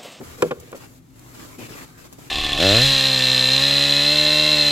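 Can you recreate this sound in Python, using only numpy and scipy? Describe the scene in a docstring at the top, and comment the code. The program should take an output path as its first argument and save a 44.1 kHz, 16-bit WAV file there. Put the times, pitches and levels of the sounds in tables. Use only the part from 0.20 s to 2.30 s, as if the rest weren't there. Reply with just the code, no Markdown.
"""Under an open shed, close to a stereo pair of microphones, a plastic jug of small worms is lowered
into a plastic bag. It knocks twice against a container, wall clacking and hollow ringing, and rattles
as it settles. A hand rakes worms across a wooden tray in dry, soft strokes of tiny husk clicks, with a
dull rub, a scrape or a crinkle of the bag now and then. Low outdoor rumble and a faint hum lie beneath."""
import sys
import numpy as np
from scipy import signal
from scipy.fft import rfft, irfft
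from scipy.io import wavfile
from scipy.ndimage import uniform_filter1d

SR = 44100
rng = np.random.default_rng(int(sys.argv[2]) if len(sys.argv) > 2 else 0)


def generate_wav(sig):
    """Save sig (samples, or channels by samples) to the path in sys.argv[1] as 16-bit PCM at SR."""
    pcm = np.round(np.clip(np.atleast_2d(sig).T, -1, 1) * 32767).astype(np.int16)
    wavfile.write(sys.argv[1], SR, pcm)


N = 92610
SLIPS_PER_S = 900
WORMS_LAG_S = -0.0003  # negative: the tray's sound reaches the left microphone first


def amp(db):
    """Decibels to gain."""
    return 10 ** (np.asarray(db) / 20)


def unit_rms(x):
    """Scales to rms 1."""
    return x / np.sqrt(np.mean(x ** 2) + 1e-20)


def curve_at(points, hz):
    """Reads a table on a log-frequency axis."""
    f, value = np.transpose(points)
    return np.interp(np.log(hz + 1), np.log(f + 1), value)


def add(mix, start_s, sound):
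    """Mixes a sound in at a time."""
    part = mix[..., max(round(start_s * SR), 0):][..., :sound.shape[-1]]
    part += sound[..., :part.shape[-1]]


def coloured(x, colour):
    """Gives a steady signal a spectrum, at rms 1."""
    n = x.shape[-1]
    gain = amp(curve_at(colour, np.fft.rfftfreq(n, 1 / SR)))
    return unit_rms(irfft(rfft(x) * gain, n))


def placed(x, phase, left_db):
    """A source at two microphones; phase is the left one's lead at each frequency."""
    turn = np.exp(.5j * phase) * amp(left_db / 2)
    return irfft(rfft(x) * np.array([turn, 1 / turn]), N)


def spread(trains, shared, lag_s, left_db):
    """One shared train from the source's direction plus one scattered train per microphone."""
    phase = -2 * np.pi * np.fft.rfftfreq(N, 1 / SR) * lag_s
    direct = placed(trains[0], phase, left_db)
    scattered = trains[1:] * amp([[left_db / 2], [-left_db / 2]])
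    return np.sqrt(shared) * direct + np.sqrt(1 - shared) * scattered


def grains(per_s, spread_db):
    """Three random trains of tiny clicks of uneven size."""
    shape = (3, N)
    clicks = (rng.random(shape) < per_s / SR) * rng.choice([-1., 1.], shape)
    return clicks * amp(spread_db * np.minimum(rng.exponential(1, shape), 4))


def background(air_db=-51, waver=0.9, waver_hz=14):
    """Outdoor rumble and a wavering distant hum."""
    # Each row: frequency in Hz, relative level of the rumble in dB.
    air = [(28, -41), (46, -2), (90, -4.5), (122, 4.5), (200, -10), (320, -6), (450, -24), (800, -26),
           (2000, -33), (16000, -53)]
    # Each row: frequency of a hum line in Hz, level in dB.
    hum = [(122, -58.5), (163, -61), (259, -57.5)]
    t, hz = np.arange(N) / SR, np.fft.rfftfreq(N, 1 / SR)
    rumble = coloured(rng.standard_normal((3, N)), air)
    out = amp(air_db) * spread(rumble, shared=0.77, lag_s=0, left_db=4.0)
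    slow_band = np.exp(-(hz / waver_hz) ** 2)
    for line_hz, db in hum:
        drift = unit_rms(irfft(rfft(rng.standard_normal((2, N))) * slow_band, N))
        line = (1 + waver * (drift[0] + 1j * drift[1])) * np.exp(2j * np.pi * line_hz * t)
        out += amp(db) * unit_rms(line.real)
    return out


def dull_rubs():
    """Runs of slips on jug and tray swell quickly and fade, heard through a hollow body."""
    # Each row: start in seconds, length in seconds, level in dB.
    rubs = [(0., 0.035, -33), (1.188, 0.07, -49), (1.376, 0.079, -39.5), (1.482, 0.054, -41),
            (1.982, 0.0105, -36.5), (2.008, .1, -54.5)]
    # Each row: frequency in Hz, relative level of the rub in dB.
    rub_colour = [(50, -51), (120, -7.5), (310, 1), (520, -9), (750, -19.5), (2600, -45.5), (16000, -43)]
    pressure = np.zeros(N)
    for start, length, db in rubs:
        arch = np.sin(np.pi * np.linspace(0, 1, int(length * SR))).clip(0)
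        add(pressure, start, amp(db) * np.sqrt(arch))
    slips = coloured(grains(SLIPS_PER_S, spread_db=-1.5), rub_colour)
    return pressure * spread(slips, shared=.75, lag_s=0, left_db=1)


def ringing(modes, rise_s, pitch=1):
    """The dying modes of a struck part; pitch shifts them all, as the plastic flexes."""
    t = np.arange(SR // 2) / SR
    ring = sum(amp(db - 60 * t / t60) * np.sin(2 * np.pi * hz * pitch * t) for hz, db, t60 in modes)
    return ring * (1 - np.exp(-t / rise_s))


def burst(colour, t60_s, rise_s=.0001, size=4096):
    """A dense cluster of quickly dying modes with a rounded start."""
    t = np.arange(size) / SR
    cluster = irfft(np.exp(2j * np.pi * rng.random(size // 2 + 1)))
    onset = 1 - np.exp(-(t / rise_s) ** 2)
    return coloured(cluster, colour) * amp(-60 * t / t60_s) * onset


def jug_knocks(wall_rise_s=0.00055, wall_t60_s=0.027, low_cut_hz=102):
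    """Each contact cracks, clacks the wall and rings the hollow jug; rebounds only ring the hollow."""
    # Each row: start in seconds, levels of hollow ring, wall clack and crack in dB, pitch ratio.
    knocks = [(0.0113, -33, -36, -60, 0.76), (.2225, -28, -12, -14, .97), (.2256, -9.3, -23, -26, 1.06),
              (.228, -5.5, -26, -25, 1.03), (.2459, -18, -50, -55, 1), (.2587, -21, -52, -55, 1),
              (.3093, -22, -21.5, -48, 1.04), (.3129, -18, -21.5, -43, 1.04), (.3203, -18, -32, -52, .97),
              (0.5284, -26.5, -31, -46, 1.0), (0.546, -29, -40, -60, 1.145)]
    # The jug rocks softly. Each row: start in seconds, level in dB.
    rebounds = [(.181, -29), (.198, -25), (.366, -26), (.423, -30), (.475, -33.5), (.517, -33)]
    # Modes of the hollow plastic. Each row: frequency in Hz, relative level in dB, t60 in seconds.
    hollow = [(164, -17, .2), (253.7, -10.8, .06), (347, -7, .05), (393.5, -8.5, .12), (478.2, 2.6, .052),
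              (573, -12.5, .07)]
    # Modes of the stiff wall. Each row: frequency in Hz, relative level in dB.
    wall = [(767, 1), (1034, 1.5), (1162, 1.5), (1397, -3.5), (1700, -5), (2295, -6), (3045, -27)]
    # Spectra of wall clack and contact crack. Each row: frequency in Hz, relative level in dB.
    clack = [(400, -20), (800, -10), (1450, -7.5), (2100, -16.5), (3100, -16.5), (4500, -27.5),
             (16000, -45)]
    crack = [(150, -41), (1000, -3), (2300, 4), (3500, 2), (5000, -6), (7600, 3.5), (9000, -9),
             (16000, -12)]
    # Each row: frequency in Hz, phase lead at the left microphone in radians.
    left_lead = [(100, -0.49), (250, -0.6), (1000, -1.02), (2200, -2.2), (4500, -1.63)]
    wall_modes = [(hz, db, wall_t60_s) for hz, db in wall]
    out = np.zeros(N)
    for start, ring_db, clack_db, crack_db, pitch in knocks:
        add(out, start, amp(ring_db) * ringing(hollow, rise_s=0.0008, pitch=pitch))
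        add(out, start, amp(clack_db) * ringing(wall_modes, wall_rise_s, pitch))
        add(out, start, amp(clack_db - 6) * burst(clack, t60_s=0.044, rise_s=wall_rise_s))
        add(out, start, amp(crack_db) * burst(crack, t60_s=0.012))
    for start, db in rebounds:
        add(out, start, amp(db) * ringing(hollow, rise_s=.009))
    out = signal.sosfilt(signal.butter(2, low_cut_hz, "high", fs=SR, output="sos"), out)
    return placed(out, curve_at(left_lead, np.fft.rfftfreq(N, 1 / SR)), left_db=.6)


def push(length, rise_s=0.013, fall_s=0.023):
    """Force of one stroke: it digs in quickly and eases off."""
    t = np.arange(0, length, 1 / SR)
    return np.clip(np.minimum(t / rise_s, (length - t) / fall_s), 0, 1)


def shifting(x, depth_db, size=1024):
    """Narrow resonances come and go as the heap changes shape."""
    spectra = signal.stft(x, nperseg=size)[2]
    patches = uniform_filter1d(rng.standard_normal(spectra.shape[1:]), size=4, axis=0)
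    patches = unit_rms(uniform_filter1d(patches, size=6, axis=1))
    return unit_rms(signal.istft(spectra * amp(depth_db * patches), nperseg=size)[1][:, :N])


def rustle():
    """Strokes of the hand push dry husks over one another; the worms stir and the bag crinkles."""
    # Each row: start in seconds, length in seconds, levels of husk fizz and sliding mass in dB.
    strokes = [(0.026, 0.15, -47, -44.5), (0.169, 0.14, -46, -44), (0.395, 0.15, -56.5, -51.5),
               (0.544, 0.057, -45, -44.5), (0.592, 0.085, -49, -45.5), (0.663, 0.14, -55, -60.5),
               (0.947, 0.23, -56.5, -58), (1.137, 0.24, -49.5, -48.5), (1.187, 0.087, -56, -51),
               (1.379, 0.11, -44, -41.5), (1.481, 0.085, -46, -42), (1.548, 0.11, -43.5, -43),
               (1.634, 0.089, -57, -51), (1.768, 0.09, -50.5, -49.5), (1.839, 0.048, -49, -45.5),
               (1.915, 0.048, -51, -52.5), (1.976, 0.13, -49.5, -48.5)]
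    # The worms' own stirring. Each row: time in seconds, level in dB.
    wriggle = [(0, -50), (.76, -58), (0.814, -64), (.93, -59.5), (1.102, -50.5), (2.1, -56)]
    # Spectra of dry husks and sliding mass. Each row: frequency in Hz, relative level in dB.
    fizz_colour = [(500, 10), (2000, -20.5), (3500, -5.5), (5200, -4.5), (7400, 3), (9000, -5.5),
                   (10300, -3), (12200, 0.5), (14000, -6.5), (16000, -7)]
    slide_colour = [(80, -11), (300, 6), (520, -5.5), (850, -3.5), (1220, -1.5), (1600, -4.5), (2250, -5.5),
                    (3300, -9.5), (5000, -11), (16000, -36)]
    # Single crinkles of the bag. Each row: start in seconds, level in dB, t60 in seconds.
    crinkles = [(.399, -38, .06), (.518, -36, .015), (0.994, -38.5, .02), (1.927, -29.5, .008),
                (1.932, -38, .03)]
    fizz_level, slide_level = np.zeros((2, N))
    for start, length, fizz_db, slide_db in strokes:
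        add(fizz_level, start, amp(fizz_db) * push(length))
        add(slide_level, start, amp(slide_db) * push(length))
    stir_level = amp(np.interp(np.arange(N) / SR, *np.transpose(wriggle)))
    fizz = coloured(grains(per_s=7000, spread_db=2.0), fizz_colour)
    fizz = spread(fizz, shared=0.077, lag_s=WORMS_LAG_S, left_db=1.7)
    slide = coloured(grains(per_s=4400, spread_db=2.5), slide_colour)
    slide = spread(slide, shared=0.15, lag_s=WORMS_LAG_S, left_db=1.0)
    out = shifting(fizz, depth_db=0.5) * np.hypot(fizz_level, stir_level)
    out += shifting(slide, depth_db=2.5) * np.hypot(slide_level, stir_level)
    for start, db, t60 in crinkles:
        add(out, start, amp(db) * np.array([burst(fizz_colour, t60), burst(fizz_colour, t60)]))
    return out


def handling_bumps():
    """Soft low swells of handling, alike at both microphones."""
    # Each row: start in seconds, frequency in Hz, level in dB, length in seconds.
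    bumps = [(0.054, 78, -40.5, 0.097), (0.377, 77.6, -42, 0.048), (1.396, 111.2, -43, 0.15)]
    out = np.zeros(N)
    for start, hz, db, length in bumps:
        t = np.arange(0, length, 1 / SR)
        add(out, start, amp(db) * np.sin(np.pi * t / length) * np.sin(2 * np.pi * hz * t))
    return out


def tray_scrapes(q=6.1):
    """The hardest strokes scrape the tray floor, each with its own narrow resonance."""
    # Each row: start in seconds, length in seconds, resonance in Hz, level in dB.
    scrapes = [(1.38, 0.11, 2470, -47), (1.509, 0.052, 2730, -46), (1.556, 0.087, 1960, -44.5)]
    out = np.zeros((2, N))
    for start, length, hz, db in scrapes:
        force = np.zeros(N)
        add(force, start, amp(db) * push(length))
        resonance = signal.iirpeak(hz, q, fs=SR)
        slips = unit_rms(signal.lfilter(*resonance, grains(SLIPS_PER_S, spread_db=-1)))
        out += force * spread(slips, shared=.5, lag_s=WORMS_LAG_S, left_db=2)
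    return out


def shed(x, level_db=-21.5, t60_s=0.43, rise_s=0.004):
    """A light diffuse tail comes back from the roof and stacked trays."""
    t = np.arange(SR // 2) / SR
    tail = rng.standard_normal((2, len(t))) * amp(-60 * t / t60_s) * np.minimum(t / rise_s, 1)
    tail /= np.linalg.norm(tail[0])
    return amp(level_db) * signal.fftconvolve(x, tail + .5 * tail[::-1], axes=1)[:, :N]


def scene():
    """The work close to the microphones, the shed around it, the outdoors beyond."""
    near = jug_knocks() + dull_rubs() + rustle() + tray_scrapes() + handling_bumps()
    return near + shed(near) + background()


def record(dry):
    """The recorder cuts off the highest treble."""
    edge_hz = 16150
    low_pass = signal.firwin(511, edge_hz, window=("kaiser", 9), fs=SR)
    return signal.oaconvolve(dry, low_pass[None], "same")


dry = scene()
out = record(dry)
generate_wav(out)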